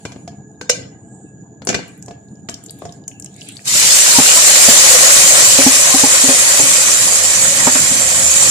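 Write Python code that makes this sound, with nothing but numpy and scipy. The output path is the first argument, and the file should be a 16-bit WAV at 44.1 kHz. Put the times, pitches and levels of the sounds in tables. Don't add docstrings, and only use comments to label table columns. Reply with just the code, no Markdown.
import sys
import numpy as np
from scipy import signal
from scipy.fft import rfft, irfft, next_fast_len
from scipy.io import wavfile
from scipy.ndimage import uniform_filter1d, map_coordinates

SR = 44100
rng = np.random.default_rng(int(sys.argv[2]) if len(sys.argv) > 2 else 0)


def file_out(sig):
    cols = np.atleast_2d(sig).T
    lim = np.clip(cols, -1, 1)
    pcm = np.round(lim * 32767).astype(np.int16)
    wavfile.write(sys.argv[1], SR, pcm)


N = 374858

# (time [s], sizzle level [dB])
FRY = [(3.6, -45), (3.64, -49), (3.654, -32), (3.67, -24), (3.678, -16.5), (3.79, -8.5), (3.95, -8),
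       (4.4, -7), (4.85, -5), (5.43, -7), (5.95, -9.5), (6.21, -9), (6.4, -9.5), (6.85, -10.5), (7.13, -12),
       (7.68, -12.5), (8.03, -13.5), (8.19, -13), (8.5, -11)]
FRY_START_S = FRY[0][0]
PORT_HZ, PORT_WIDTH_HZ, PORT_RISE_DB = 7400, 1000, 7
LAG_S = 10 / SR


def amp(db):
    return 10 ** (np.asarray(db) / 20)


def unit(x):
    return x / np.sqrt(np.mean(x ** 2) + 1e-20)


def along(points, hz):
    f, v = np.transpose(points)
    return np.interp(np.log(hz + 1), np.log(f + 1), v)


def curves(rows):
    s, *cols = np.transpose(rows)
    return [np.interp(np.arange(N) / SR, s, c) for c in cols]


def wobble(rate):
    knots = rng.standard_normal(int(N * rate / SR) + 4)
    return map_coordinates(knots, [np.arange(N) * rate / SR])


def filtered(x, response):
    m = next_fast_len(N + SR // 2)
    return irfft(rfft(x, m) * response(np.fft.rfftfreq(m, 1 / SR)), m)[..., :N]


def bump(hz, centre_hz, width_hz):
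    return 1 / (1 + (2 * (hz - centre_hz) / width_hz) ** 2)


def sides(db):
    return amp(np.array([db / 2, -db / 2]))


def add(track, s, sound):
    track[:, round(s * SR):][:, :sound.shape[1]] += sound


def patched(x, patchy_db, size):
    z = signal.stft(x.astype(np.float32), nperseg=256)[2]
    field = uniform_filter1d(rng.standard_normal(z.shape[1:]), size[0], 0)
    field = uniform_filter1d(field, size[1], 1)
    return signal.istft(z * amp(patchy_db * unit(field)), nperseg=256)[1][:, :N]


def bursts(gain, spread_db, patchy_db, size=(5, 12)):
    # (frequency [Hz], left-right likeness [0 to 1])
    alike = [(60, 1), (700, 0.85), (1050, 0.53), (1500, 0.0038), (15000, 0)]
    strength_db = spread_db * np.minimum(rng.exponential(size=(2, N)), 7)
    pair = patched(rng.standard_normal((2, N)) * amp(strength_db), patchy_db, size)

    def mid_side_response(hz):
        angle = np.arccos(np.clip(along(alike, hz), 0, 1)) / 2
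        return gain(hz) * [np.cos(angle), np.sin(angle)]

    mid, side = filtered(pair, mid_side_response)
    return unit(np.array([mid + side, mid - side]))


def ring(modes, low_db, split_hz, attack_s, t, scatter_db):
    flutter_db, flutter_per_s = 5, 80
    hz, db, t60 = np.transpose(modes)[:, :, None]
    chance = rng.standard_normal((4, len(modes), 1))
    phase = (.15 + np.clip(hz / 1500, 0, 1) ** 2 * 2) * chance[2:]
    level = amp(db + scatter_db * chance[0] + low_db * (hz < split_hz) - 60 * t / t60)
    knots = rng.standard_normal((len(modes), int(t[-1] * flutter_per_s) + 2))
    flutter = np.array([np.interp(t * flutter_per_s, np.arange(len(row)), row) for row in knots])
    level = level * amp(flutter_db * flutter * (hz > 1100) * np.minimum(t * flutter_per_s, 1))
    pitch = hz * (1 + .005 * chance[1])
    tones = level * np.sin(2 * np.pi * pitch * t + phase)
    return tones.sum(axis=1) * (1 - np.exp(-t / attack_s))


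def warbles(rows, waver):
    out = np.zeros((2, N + SR))
    for s, length_s, db, hz in rows:
        t = np.arange(round(length_s * SR)) / SR
        drift = uniform_filter1d(rng.standard_normal(SR // 4), size=200)[:len(t)]
        tone = np.sin(2 * np.pi * hz * np.cumsum(1 + waver * unit(drift)) / SR)
        pair = np.array([tone, np.roll(tone, -round(LAG_S * SR))])
        add(out, s, amp(db) * np.sin(np.pi * t / length_s) * pair)
    return out[:, :N]


def kitchen():
    # (time [s], level [dB])
    hum = [(0, -37.5), (4.5, -38.5), (5.5, -36.5), (6.5, -38.5), (7.5, -34), (8.5, -34.5)]
    # (frequency [Hz], relative density [dB per Hz])
    rumble_colour = [(15, -70.5), (25, -42), (60, -22), (90, -7.5), (129, -1), (167, -5.5), (209, -3.5),
                     (244, -12), (280, -5), (368, -17), (460, -17.5), (537, -27.5), (796, -22.5),
                     (1030, -38.5), (1420, -48), (1500, -37), (1870, -73), (2100, -54), (5000, -64),
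                     (6000, -120)]
    # (frequency [Hz], width [Hz], level [dB])
    whines = [(430, 44, -58.5), (681, 44, -61.5), (1240, 11.5, -74.5), (1659, 104, -61), (6900, 450, -55.5)]
    rumble = bursts(lambda hz: amp(along(rumble_colour, hz)), spread_db=0, patchy_db=3.5, size=(2, 10))
    out = amp(curves(hum)[0]) * rumble
    for centre_hz, width_hz, db in whines:
        pitch = centre_hz + 0.29 * width_hz * np.array([wobble(24), wobble(33)])
        tone = np.sin(2 * np.pi * np.cumsum(pitch, axis=1) / SR)
        band = bursts(lambda hz: bump(hz, centre_hz, width_hz) ** 2, spread_db=0, patchy_db=1.5)
        out = out + amp(db) * (.55 * tone + band)
    return out


def drone():
    end_db, rise_db_per_s = -36, 8
    level_db = end_db + rise_db_per_s * (np.arange(N) - N) / SR
    return amp(level_db) * bursts(lambda hz: bump(hz, 84, 20) ** 2, spread_db=0, patchy_db=3)


def walls(x):
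    # (frequency [Hz], t60 [s])
    room = [(200, 0.43), (2000, 0.45), (5000, 0.31), (11000, 0.25)]
    uneven_tail_db = 5
    out, step = np.zeros((2, N + SR)), SR // 3
    for start in range(0, N, step):
        piece = x[:, start:start + step]
        if not piece.any():
            continue
        hz, t, z = signal.stft(rng.standard_normal((2, SR // 2)), SR, nperseg=256)
        field = uniform_filter1d(rng.standard_normal(z.shape[1:]), size=14, axis=1)
        decay_db = uneven_tail_db * unit(field) - 60 * t / along(room, hz)[:, None]
        tail = signal.istft(z * amp(decay_db), SR, nperseg=256)[1]
        add(out, start / SR + 0.0043, signal.fftconvolve(piece, tail / np.linalg.norm(tail[0]), axes=1))
    return out[:, :N]


def swell(s, width_s, db, centre_hz, width_hz):
    shape = np.exp(-((np.arange(N) / SR - s) / width_s) ** 2)
    return amp(db) * shape * bursts(lambda hz: bump(hz, centre_hz, width_hz) ** 2, spread_db=0, patchy_db=2)


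def slide():
    # (time [s], level [dB])
    creep = [(0, -49.5), (.17, -60), (.45, -72), (1.25, -73), (1.6, -73), (1.89, -58), (2.12, -69),
             (2.4, -70), (2.7, -58), (2.9, -54), (3.09, -74), (3.27, -63), (3.4, -49.5), (3.47, -41),
             (3.57, -45), (3.7, -58)]
    middle_db, clumps_db = -4.5, 2.5
    level_db, t = curves(creep)[0], np.arange(N) / SR
    high = bursts(lambda hz: bump(hz, 8000, 5000) ** 2, spread_db=3.5, patchy_db=4)
    middle = bursts(lambda hz: bump(hz, 3500, 5000) ** 2 * (hz > 1100),
                    spread_db=3.5, patchy_db=4.5, size=(3, 20))
    high = amp(level_db + clumps_db * wobble(21.6)) * high
    middle = amp(level_db + clumps_db * wobble(21.6) + middle_db) * middle
    return (t < creep[-1][0]) * (high + middle)


def rubs():
    # (time [s], length [s], peak level [dB], pitch [Hz])
    squeaks = [(1.25, 0.046, -59, 2700), (3.11, 0.1, -50, 2690)]
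    return warbles(squeaks, waver=0.026)


def smacks():
    # (time [s], level [dB], pitch [Hz], left-right difference [dB])
    films = [(1.65, -23, 8700, 4), (1.88, -38.5, 11000, 6), (1.977, -39, 11000, 8.5),
             (1.992, -43, 11000, 8.5), (2.0246, -22.5, 6840, 4), (2.0604, -29, 6700, 7),
             (2.285, -47, 4500, 5), (2.355, -45, 5400, 5), (2.4954, -19.5, 7100, 12), (2.51, -30, 9000, 6),
             (2.541, -18, 5570, 5), (2.638, -24, 8550, 3), (2.661, -25.5, 6900, 8), (2.695, -26, 4150, 8),
             (2.685, -37, 4300, 10), (2.707, -20.5, 8900, 2), (2.788, -34, 11600, 12),
             (2.8923, -34, 3800, 7), (2.923, -26.5, 5750, 4), (3.038, -43, 4000, 5), (3.079, -14, 6750, 6),
             (3.114, -34.5, 2700, 5), (3.198, -22, 7700, 7), (3.223, -23, 6140, 6),
             (3.2445, -18, 7100, -1.5), (3.2597, -24, 6160, 7.5), (3.262, -37.5, 3050, 6),
             (3.3408, -34, 6600, 9), (3.363, -30, 7650, 11), (3.381, -40, 4500, 4), (3.41, -25.5, 5070, 2),
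             (3.4158, -22, 3130, 0), (3.487, -19.5, 8200, 7), (3.49, -25.5, 3220, -1),
             (3.522, -32, 8500, 5), (3.568, -22.5, 4330, 6), (3.5914, -31, 2040, 2), (3.62, -35, 7000, 4),
             (3.655, -16, 7000, 2)]
    sharpness_q, body_db = 2.6, -14.5
    out, t = np.zeros((2, N + SR)), np.arange(SR // 20) / SR
    broad = signal.butter(2, [1500, 9000], "band", fs=SR)
    for s, db, hz, pan_db in films:
        puff = rng.standard_normal((2, len(t))) * amp(-60 * t / .018) * (1 - np.exp(-t / .0005))
        band = signal.iirpeak(hz, sharpness_q, SR)
        tone = signal.lfilter(*band, signal.lfilter(*band, puff))
        body = signal.lfilter(*broad, puff)
        snap = tone / abs(tone).max() + amp(body_db) * body / abs(body).max()
        add(out, s, amp(db) * sides(pan_db)[:, None] * snap)
    return out[:, :N]


def knocks(rows, modes, ring_db, clatter_db, drier):
    # (lower edge [Hz], upper edge [Hz])
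    clatter_bands = [(70, 500), (400, 790), (1000, 4300), (5000, 7270)]
    clatter_t60_s = [0.042, 0.0147, 0.0264, 0.054]
    out, t = np.zeros((2, N + SR)), np.arange(SR // 2) / SR
    onset = 1 - np.exp(-t / .0008)
    bands = [signal.butter(2, edges, "band", fs=SR) for edges in clatter_bands]
    for s, db, thump_db, low_db, high_db, pan_db in rows:
        noise = rng.standard_normal((4, 2, len(t)))
        noise[:2, 1] = noise[:2, 0]
        clatter = 0
        for band, hiss, t60, gain_db in zip(bands, noise, clatter_t60_s, [thump_db, low_db, 0, high_db]):
            puff = signal.lfilter(*band, hiss * amp(-60 * t / t60) * onset)
            clatter = clatter + amp(gain_db) * puff / abs(puff).max()
        clear = ring(modes, low_db, 1000, 0.0006, t, scatter_db=2.5)
        blow = amp(ring_db + drier * db) * clear + amp(clatter_db) * clatter
        add(out, s, amp(db) * sides(pan_db)[:, None] * blow)
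    return out[:, :N]


def rim_taps():
    # (time [s], level [dB], thump [dB], low knock [dB], treble crack [dB], left-right difference [dB])
    taps = [(0.2763, -30.5, -13, 3, 2, 1), (2.0812, -34.5, 9, 8, 4, 2), (2.1086, -32, 4, -2, -5, 2),
            (2.4872, -15, -4.5, -15, -5, 0.5), (2.8519, -31, 8, 7, 2, -1)]
    # (frequency [Hz], level [dB], t60 [s])
    pot_modes = [(452, -8, .07), (695, -3.5, .15), (712, -13, .09), (1690, -18, .15), (2810, -26, .08),
                 (4770, -30, .2)]
    return knocks(taps, pot_modes, ring_db=-1.5, clatter_db=-1, drier=0)


def spoon_knocks():
    # (time [s], level [dB], thump [dB], low knock [dB], treble crack [dB], left-right difference [dB])
    clacks = [(0.0515, -18, 3.5, -8.5, -3, 2.5), (0.1196, -29, -16, -4, 2, 3),
              (0.16, -37, 17, -2, -12, 2.5), (0.6115, -19, -4, -4, -1, 2.5),
              (0.6925, -23, -16, -8.5, 3, 2.5), (0.6945, -10.5, -11, -9, 10.5, -1),
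              (0.696, -7, -14, -1.5, 11, 2), (1.619, -28.5, -16, 3, -12, 4), (1.6708, -17, 0, 6.5, 12.5, 5),
              (1.6886, -8, -2.5, -12, 5.5, 1.5), (1.7, -15.5, 0, 4, -4, 2), (1.728, -17, -4, -4, -16, -8),
              (1.7435, -9.5, -6, -16, -3, 6), (1.7475, -8.5, -2.5, -6, -3, 0),
              (1.762, -25, 5.5, 0, -7.5, 7), (1.79, -31, 11.5, 5, -5, -0.5), (2.82, -32, 9, 13, -13, 3)]
    # (frequency [Hz], level [dB], t60 [s])
    tub_modes = [(271, -19, 0.034), (494, -0.5, 0.14), (687, -4, 0.071), (1553, 3.5, 0.033),
                 (2032, 0, 0.039), (2246, -6, 0.054), (2407, -3.5, 0.082), (2777, -10, 0.058),
                 (2940, -11, 0.1), (3620, -10, 0.056), (3700, -33, 0.15), (4165, -13, 0.16),
                 (4510, -6.5, 0.055), (4670, -33, 0.33), (5300, -16, 0.059), (5530, -28, .07),
                 (6100, -8, 0.032), (6210, -26.5, 0.25), (6400, -23, 0.14), (6670, -19, 0.08),
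                 (7270, -11, 0.088)]
    return knocks(clacks, tub_modes, ring_db=-6, clatter_db=-3, drier=.35)


def thuds():
    # (time [s], level [dB], air note [Hz], its t60 [s], overtones [dB], strongest overtone [Hz],
    #         deep push [dB], slap [dB])
    blows = [(3.752, -36, 258, .1, 6, 604, 17, -18), (4.185, -3.5, 258, 0.062, -9, 853, -11, -5),
             (4.198, -26, 241, 0.11, 5, 487, 19.5, -16), (4.685, -4, 243, .05, -10, 685, -18, -15),
             (5.588, -7, 269, 0.1, -5, 542, -25, -19), (5.664, -4, 265, 0.1, -11, 840, -41, -19),
             (5.751, -32, 270, 0.17, -2, 610, -15, -17), (5.942, -8, 271, 0.1, -8, 752, -10, -12),
             (6.036, -5.5, 273, 0.072, -7, 823, -13, -15), (6.239, -10.5, 268, 0.13, -8, 530, -28, -35),
             (6.288, -12.5, 268, 0.14, 1, 524, -16, -6), (6.323, -24, 261, 0.15, -1, 530, -14, -14),
             (6.596, -20, 288, 0.14, 4.5, 860, 5, -3), (6.636, -24, 275, 0.2, -5, 604, 0, -17),
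             (7.04, -34, 274, 0.17, -6.5, 565, -15, -20), (7.671, -10, 254, 0.099, -0.5, 927, -29, 6),
             (7.754, -16.5, 263, 0.1, -6, 608, -16, 9), (7.791, -22, 265, 0.094, -20, 604, -21, -21),
             (7.911, -16.5, 257, 0.12, -17, 550, 3, -20.5)]
    # (frequency [Hz], level [dB], t60 [s])
    hollow = [(401, -7.5, 0.11), (456, 3, 0.04), (546, -8, 0.1), (599, -2.5, 0.09), (684, -1.5, 0.036),
              (766, -5, 0.088), (834, -2, 0.062), (926, -9.5, 0.061), (950, -12, 0.025), (1300, -11, 0.022),
              (1680, -10, 0.025), (2200, -11, .015)]
    favour_db, favour_width_hz = 12, 45
    out, t = np.zeros((2, N + SR)), np.arange(SR // 4) / SR
    push = np.sin(2 * np.pi * 160 * t) * amp(-60 * t / 0.044) * (1 - np.exp(-t / 0.0022))
    slap_band = signal.butter(1, (854, 1900), "band", fs=SR)
    slap_t60_s = 0.16
    for s, db, note_hz, t60, upper_db, favoured_hz, deep_db, slap_db in blows:
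        struck = [(note_hz, 2.5, t60)]
        for hz, level_db, life_s in hollow:
            favour = favour_db * bump(hz, favoured_hz, favour_width_hz)
            struck.append((hz, level_db + upper_db + favour, life_s))
        body = ring(struck, 0, 0, 0.0011, t, scatter_db=1.5)
        slap = signal.lfilter(*slap_band, rng.standard_normal((2, len(t))) * amp(-60 * t / slap_t60_s))
        add(out, s, amp(db) * (body + amp(deep_db) * push + amp(slap_db) * slap / abs(slap).max()))
    return out[:, :N]


def glugs():
    # (time [s], length [s], peak level [dB], pitch [Hz])
    gurgles = [(4.14, 0.053, -17, 945), (4.35, 0.046, -20.5, 668), (4.36, 0.04, -17, 997),
               (4.83, 0.029, -19, 526), (4.84, 0.057, -20.5, 887), (4.9, 0.022, -16.5, 510),
               (4.94, 0.034, -12, 513), (5.02, 0.029, -14, 1084), (6.28, .07, -17.5, 548)]
    return warbles(gurgles, waver=0.011)


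def spits(centre_hz, cycles, spread_db, shared, count, size):
    when = rng.uniform(FRY_START_S * SR, N, count)
    pitch = rng.standard_normal(count)
    big = np.minimum(rng.exponential(size=count), 4)
    hz = np.clip(centre_hz * np.exp(.45 * pitch), 700, 12000)[:, None]
    k = np.arange(size)
    level_db = spread_db * big[:, None] - 60 * k * hz / SR / (3 * cycles)
    shape = amp(level_db) * np.sin(2 * np.pi * hz * k / SR)
    play = lambda start: np.bincount((start[:, None] + k).ravel(), shape.ravel(), N + SR)[:N]
    right = when.astype(int)
    shift = (rng.random(count) > shared) * rng.integers(0, SR // 2, count)
    return unit(np.array([play(right + round(LAG_S * SR) + shift), play(right)]))


def frying():
    # (frequency [Hz], relative density [dB per Hz])
    steady_colour = [(1470, -27), (2500, -7.5), (2720, -20.5), (3070, -9.5), (3390, -16), (4460, -10),
                     (5000, -10), (6600, -2.5), (7420, -2), (8500, -4.5), (10400, -10), (11600, -17.5),
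                     (13800, -20.5), (14500, -37), (15400, -70)]
    # (frequency [Hz], relative density [dB per Hz])
    first_colour = [(1180, -28.5), (2000, -10), (2580, -9), (3010, -5.5), (3310, -13.5), (3640, -7),
                    (6120, -2.5), (6840, -2), (7390, -2), (13700, -17), (15400, -58)]
    # (frequency [Hz], relative density [dB per Hz])
    seethe_colour = [(180, -24.5), (300, -15), (420, -11.5), (543, 1), (720, -3.5), (955, -11.5),
                     (1080, -6), (1500, -6), (1950, -2.5), (3300, -120)]
    # (frequency [Hz], width [Hz], rise [dB])
    pot_air = [(530, 70, 3.5), (1059, 55, 5), (1940, 170, 4)]
    # (frequency [Hz], left-right difference [dB])
    lean = [(300, 0), (1400, -2), (2400, -1), (3900, 3), (6000, 2.5), (9000, 3.5), (14000, 2)]
    settle_s = 1.32
    seethe_under_db, seethe_late_db, seethe_builds_s, seethe_flutter_db = -14.5, -20.5, 0.37, 1.1
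    spit_under_db, spit_late_db, spit_builds_s, spit_flutter_db = -16.5, -15, 0.021, 1.4
    grains_db = -13.5
    pan_shift_db, pan_shift_s, pan_takes_s = -1.5, 6.85, .25
    peak_grows = .55
    air_s, air_takes_s = 4.75, .3

    t = np.arange(N) / SR
    since = t - FRY_START_S
    fading = lambda life_s: np.exp(-np.maximum(since, 0) / life_s)
    turned = lambda s, takes_s: (1 + np.tanh((t - s) / takes_s)) / 2
    air = lambda hz: amp(sum(db * bump(hz, c, w) for c, w, db in pot_air))

    sizzle_db, = curves(FRY)
    seethe_db = sizzle_db + seethe_under_db + seethe_late_db * fading(seethe_builds_s)
    seethe_db = seethe_db + seethe_flutter_db * wobble(15)
    spit_db = sizzle_db + spit_under_db + spit_late_db * fading(spit_builds_s)
    spit_db = spit_db + spit_flutter_db * wobble(15)
    moved = turned(pan_shift_s, pan_takes_s)
    pan_db = pan_shift_db * moved + 0.37 * wobble(32)
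    surge_db = 0.094 * wobble(17) + 0.52 * wobble(40)

    first = bursts(lambda hz: amp(along(first_colour, hz)), spread_db=3, patchy_db=3.5, size=(1, 14))
    later = bursts(lambda hz: amp(along(steady_colour, hz)), spread_db=3, patchy_db=3.5, size=(1, 14))
    grains = spits(centre_hz=6000, cycles=9.0, spread_db=3.5, shared=0.3, count=20000, size=56)
    fresh = fading(settle_s)
    fine = np.sqrt(fresh) * first + np.sqrt(1 - fresh) * later + amp(grains_db) * grains

    bubbles = spits(centre_hz=2423, cycles=12.0, spread_db=2.2, shared=0.6, count=12000, size=160)
    middling = unit(filtered(patched(bubbles, patchy_db=4, size=(1, 18)), air))
    upper = amp(sizzle_db + surge_db) * sides(pan_db) * fine + amp(spit_db + surge_db) * middling
    upper[1] += peak_grows * moved * filtered(upper[1], lambda hz: bump(hz, PORT_HZ, PORT_WIDTH_HZ))
    upper = filtered(upper, lambda hz: sides(along(lean, hz)))

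    muffled = bursts(lambda hz: amp(along(seethe_colour, hz)), spread_db=1.5, patchy_db=2, size=(1, 14))
    opened = turned(air_s, air_takes_s)
    big = (1 - opened) * muffled + opened * unit(filtered(muffled, air))
    return (since > 0) * (upper + amp(seethe_db + .5 * surge_db) * big)


def scene():
    hard = spoon_knocks() + rim_taps()
    wet = smacks() + rubs()
    echo = amp(-7.0) * walls(hard + amp(-3.0) * wet)
    near = hard + wet + echo + thuds() + slide()
    faint_hiss = swell(s=1.17, width_s=0.14, db=-53.5, centre_hz=7840, width_hz=2400)
    steam_spurt = swell(s=4.29, width_s=.03, db=-18, centre_hz=2850, width_hz=900)
    return near + faint_hiss + steam_spurt + frying() + glugs() + kitchen() + drone()


def record(dry):
    bass_cut = lambda hz: hz ** 2 / (hz ** 2 + 45 ** 2)
    port_db = lambda hz: [[0], [PORT_RISE_DB]] * bump(hz, PORT_HZ, PORT_WIDTH_HZ)
    heard = filtered(dry, lambda hz: amp(port_db(hz)) * bass_cut(hz))
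    squeezed = heard / (1 + abs(heard / 1.1) ** 5) ** (1 / 5)
    return filtered(squeezed, lambda hz: hz < 15550)


dry = scene()
out = record(dry)
file_out(out)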